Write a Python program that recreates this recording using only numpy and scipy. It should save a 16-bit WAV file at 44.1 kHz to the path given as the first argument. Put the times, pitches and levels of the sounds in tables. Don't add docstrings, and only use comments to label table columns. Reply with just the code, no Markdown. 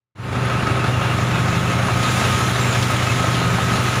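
import sys
import numpy as np
from scipy import signal
from scipy.fft import rfft, irfft
from scipy.io import wavfile
from scipy.ndimage import uniform_filter1d

SR = 44100
rng = np.random.default_rng(int(sys.argv[2]) if len(sys.argv) > 2 else 0)


def digitize_waveform(pressure):
    field = np.atleast_2d(pressure).T
    bounded = np.clip(field, -1, 1)
    quanta = np.round(bounded * 32767).astype(np.int16)
    wavfile.write(sys.argv[1], SR, quanta)


N = 176400
CYCLE_HZ = 5.8315


def undb(db):
    return 10 ** (np.asarray(db) / 20)


def unit_rms(x):
    return x / np.sqrt(np.mean(x ** 2))


def clock():
    return np.arange(N) / SR


def noise():
    return rng.standard_normal(N)


def curve(points):
    return np.interp(clock(), *np.array(points).T)


def colour(x, points):
    hz, db = np.array(points, float).T
    bins_hz = np.maximum(np.arange(N + 1) * SR / (2 * N), 1)
    gain = undb(np.interp(np.log(bins_hz), np.log(hz), db))
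    return irfft(rfft(x, 2 * N) * gain)[:N]


def ring(x, hz, width_hz):
    return signal.lfilter(*signal.iirpeak(hz, hz / width_hz, fs=SR), x)


def wander(rate_hz):
    hold = int(SR / rate_hz)
    steps = np.repeat(rng.standard_normal(N // hold + 1), hold)
    return unit_rms(uniform_filter1d(uniform_filter1d(steps, hold), hold)[:N])


def tone(hz):
    turns = np.cumsum(hz * np.ones(N)) / SR + rng.random()
    return np.sqrt(2) * np.sin(2 * np.pi * turns)


def impact_power(starts_s, sizes, decay_s):
    hits = np.bincount((starts_s * SR).astype(int), sizes ** 2, N)[:N]
    return signal.lfilter([1], [1, -np.exp(-2 / (decay_s * SR))], hits)


def treble_flicker(x, depth_db=1.1):
    bins_hz = np.arange(N // 2 + 1) * SR / N
    edges_hz = np.geomspace(2000, 16000, 19)
    spectrum = rfft(x)
    out = irfft(spectrum * (bins_hz < edges_hz[0]), N)
    for low, high in zip(edges_hz, edges_hz[1:]):
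        band = irfft(spectrum * ((bins_hz >= low) & (bins_hz < high)), N)
        out += band * undb(depth_db * wander(30.04))
    return out


# time_s, level_db
GEAR_LEVELS = [(.3, -40), (1.7, -36.5), (2.22, -29), (2.55, -33), (4, -33)]

def diesel_cover_whine(pitch_hz=1273, drift=0.01207, waver_db=1.5):
    whine = tone(pitch_hz * (1 + drift * wander(40)))
    return whine * undb(curve(GEAR_LEVELS) + waver_db * wander(25.05))


# time_s, pitch_hz, level_db
LOAD_HUM = [(.4, 158.4, -37), (1.2, 160.4, -33.5), (1.55, 172, -27), (1.85, 176.2, -33.5),
            (3.0, 178.8, -41), (3.22, 171.3, -29), (3.43, 172.5, -26), (3.75, 172, -30), (4, 172.6, -49)]

def excavator_hum(drift=0.0068, waver_db=1.1):
    time_s, pitch_hz, level_db = np.array(LOAD_HUM).T
    hum = tone(np.interp(clock(), time_s, pitch_hz) * (1 + drift * wander(15)))
    return hum * undb(np.interp(clock(), time_s, level_db) + waver_db * wander(12))


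# centre_s, half_length_s, pitch_hz, level_db
JOINT_SQUEAKS = [(0.457, 0.0095, 10100, -49), (.60, .02, 2740, -37), (.84, .035, 2620, -35),
                 (0.94, 0.023, 2780, -33), (1.04, 0.027, 2770, -35), (1.113, 0.023, 2800, -29.5),
                 (1.34, 0.02, 2630, -38), (1.378, 0.021, 2540, -33), (1.535, .035, 2580, -34),
                 (1.682, .02, 2620, -30), (1.725, .02, 2480, -36), (2.65, 0.057, 7380, -35.5),
                 (2.728, 0.014, 6980, -34), (3.095, .035, 2590, -29)]

def joint_squeaks(width_hz=84):
    out = np.zeros(N)
    for centre_s, half_length_s, pitch_hz, level_db in JOINT_SQUEAKS:
        squeak = ring(ring(noise(), pitch_hz, width_hz), pitch_hz, 2 * width_hz)
        envelope = np.exp(-((clock() - centre_s) / half_length_s) ** 2)
        out += undb(level_db) * unit_rms(squeak) * envelope
    return out


# time_s, level_db
COAL_FLOW = [(.5, -42.5), (1.22, -34.5), (1.35, -34), (1.93, -32), (2.05, -27), (2.2, -25), (2.48, -27.5),
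             (2.72, -27.5), (3.05, -28.5), (3.5, -29.5), (4, -28)]
# freq_hz, density_db
COAL_SPECTRUM = [(300, -36), (1000, -1), (2000, 5), (3800, 2), (5500, -1.5), (7000, -5), (10000, -10.5),
                 (13000, -20), (15500, -24)]
# freq_hz, width_hz, gain_db
STEEL_MODES = [(1545, 17, -2), (2135, 14, -3), (3660, 14, -5), (6000, 13, -17), (6475, 45, 1),
               (6900, 470, -6), (7350, 180, -9.5)]

def sliding_coal(grains_per_s=320, grain_share=0.23, spread_db=0.5, flicker_db=3):
    hiss = noise()
    when, chance = rng.random((int(grains_per_s * N / SR), 2)).T
    sizes = undb(-spread_db * np.log(chance))
    power = impact_power(when * N / SR, sizes, decay_s=0.0041)
    envelope = np.sqrt(1 - grain_share + grain_share * power / power.mean())
    stream = colour(hiss * envelope, COAL_SPECTRUM)
    steel = sum(undb(gain_db + flicker_db * wander(9.15)) * ring(stream, freq_hz, width_hz)
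                for freq_hz, width_hz, gain_db in STEEL_MODES)
    return unit_rms(stream + steel) * undb(curve(COAL_FLOW))


# start_s, gain_db, centre_hz
LUMP_HITS = [(1.881, -20, 980), (2.026, -25, 3200), (2.237, -25.5, 3070), (2.724, -27, 2800),
             (2.748, -22, 2170), (2.824, -24, 4000), (2.902, -31, 6460), (3.022, -38, 3130),
             (3.342, -24, 3280), (3.58, -24, 900), (3.80, -26, 795)]

def coal_lumps(rise_s=0.0021, decay_s=0.019):
    out = np.zeros(N)
    for start_s, gain_db, centre_hz in LUMP_HITS:
        age_s = np.maximum(clock() - start_s, 0)
        band = ring(noise(), centre_hz, width_hz=centre_hz)
        crack = unit_rms(ring(band, centre_hz, width_hz=centre_hz))
        envelope = 1.17 * (1 - np.exp(-age_s / rise_s)) * np.exp(-age_s / decay_s)
        out += undb(gain_db) * crack * envelope
    return out


# order, level_db
ENGINE_ORDERS = [(8, -58), (12, -37.5), (14, -41), (16, -46), (17, -39), (18, -38), (19, -35.5),
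                 (21, -23.5), (22, -38.5), (25, -35.5), (30, -68), (32, -36), (38, -42.5), (42, -50)]
# pitch_hz, level_db
ENGINE_WHINES = [(248.5, -40.5), (309.5, -41), (394, -38), (541.7, -42), (893.6, -41.5), (1073, -40)]
# freq_hz, density_db
EXHAUST_SPECTRUM = [(20, -12), (35, -25), (55, -6.5), (75, -16.5), (95, 9), (130, -5.5), (180, -2),
                    (260, -13.5), (500, -14), (1500, -50)]

def diesel_drone(order_waver_db=0.8, whine_waver_db=1, whine_drift=0.00087, rumble_db=-28.5):
    orders = sum(undb(level_db + order_waver_db * wander(14)) * tone(order * CYCLE_HZ)
                 for order, level_db in ENGINE_ORDERS)
    whines = np.zeros(N)
    for pitch_hz, level_db in ENGINE_WHINES:
        gain = undb(level_db + whine_waver_db * wander(10))
        whines += gain * tone(pitch_hz * (1 + whine_drift * wander(12)))
    rumble = undb(rumble_db) * unit_rms(colour(noise(), EXHAUST_SPECTRUM))
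    return orders + whines + rumble


# cycle_fraction, strength_db
CYCLE_KNOCKS = [(0.051, 0.5), (.115, -1), (0.182, -4), (0.408, -4), (0.489, -1.5), (.565, -8.5), (0.632, 1),
                (0.769, -10.5), (0.828, -3.5), (.905, 3)]
# freq_hz, density_db
BLOCK_SPECTRUM = [(120, -34), (200, 5.5), (300, 0.5), (500, -2), (720, 1), (900, -2.5), (1500, 0),
                  (2000, -5.5), (2700, -6.5), (3100, -12.5), (4000, -12), (6500, -22), (10000, -29),
                  (15500, -51)]

def diesel_clatter(block_db=-24, cover_db=-36, cover_hz=1262, scatter_db=0.8, waver_db=0.6):
    cycle_fraction, strength_db = np.array(CYCLE_KNOCKS).T
    cycles = np.arange(int(N / SR * CYCLE_HZ) + 1)[:, None]
    starts_s = (cycles + cycle_fraction) / CYCLE_HZ
    sizes = undb(strength_db + scatter_db * rng.standard_normal(starts_s.shape))
    power = impact_power(starts_s.ravel(), sizes.ravel(), decay_s=0.015)
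    repeat_share, rattle_floor = 0.33, 0.9
    repeating = np.resize(noise()[:int(SR / CYCLE_HZ)], N)
    rattle = np.sqrt(repeat_share) * repeating + np.sqrt(1 - repeat_share) * noise()
    knocking = rattle * np.sqrt(power + rattle_floor ** 2)
    block = colour(knocking * undb(waver_db * wander(22.2)), BLOCK_SPECTRUM)
    cover = ring(ring(knocking, cover_hz, width_hz=95), cover_hz, width_hz=560)
    return undb(block_db) * unit_rms(block) + undb(cover_db) * unit_rms(cover)


def scene():
    machines = diesel_drone() + diesel_cover_whine() + excavator_hum() + joint_squeaks()
    lumps = coal_lumps()
    swell = undb(curve([(0.15, -3.5), (0.65, 0)]))
    clatter_and_coal = treble_flicker(swell * diesel_clatter() + sliding_coal())
    return np.tile(machines + lumps + clatter_and_coal, (2, 1))


# freq_hz, gain_db
MIC_RESPONSE = [(3500, 0.5), (4150, -1), (4400, -4), (6200, -1), (6600, 0), (7350, 0.5), (8000, -5.5),
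                (8800, 0), (10500, 3.5), (12000, 1), (13900, 1.5), (14900, 8)]

def record(dry):
    start_s, fade_s, floor_db, cutoff_hz = 0.15, 0.27, -72, 15450
    fade = np.clip((clock() - start_s) / fade_s, 0, 1) ** 0.85 + undb(floor_db)
    coloured = np.array([colour(channel, MIC_RESPONSE) for channel in dry])
    lowpass = signal.ellip(10, 0.2, 80, cutoff_hz, fs=SR, output="sos")
    return signal.sosfilt(lowpass, coloured * fade)


dry = scene()
out = record(dry)
digitize_waveform(out)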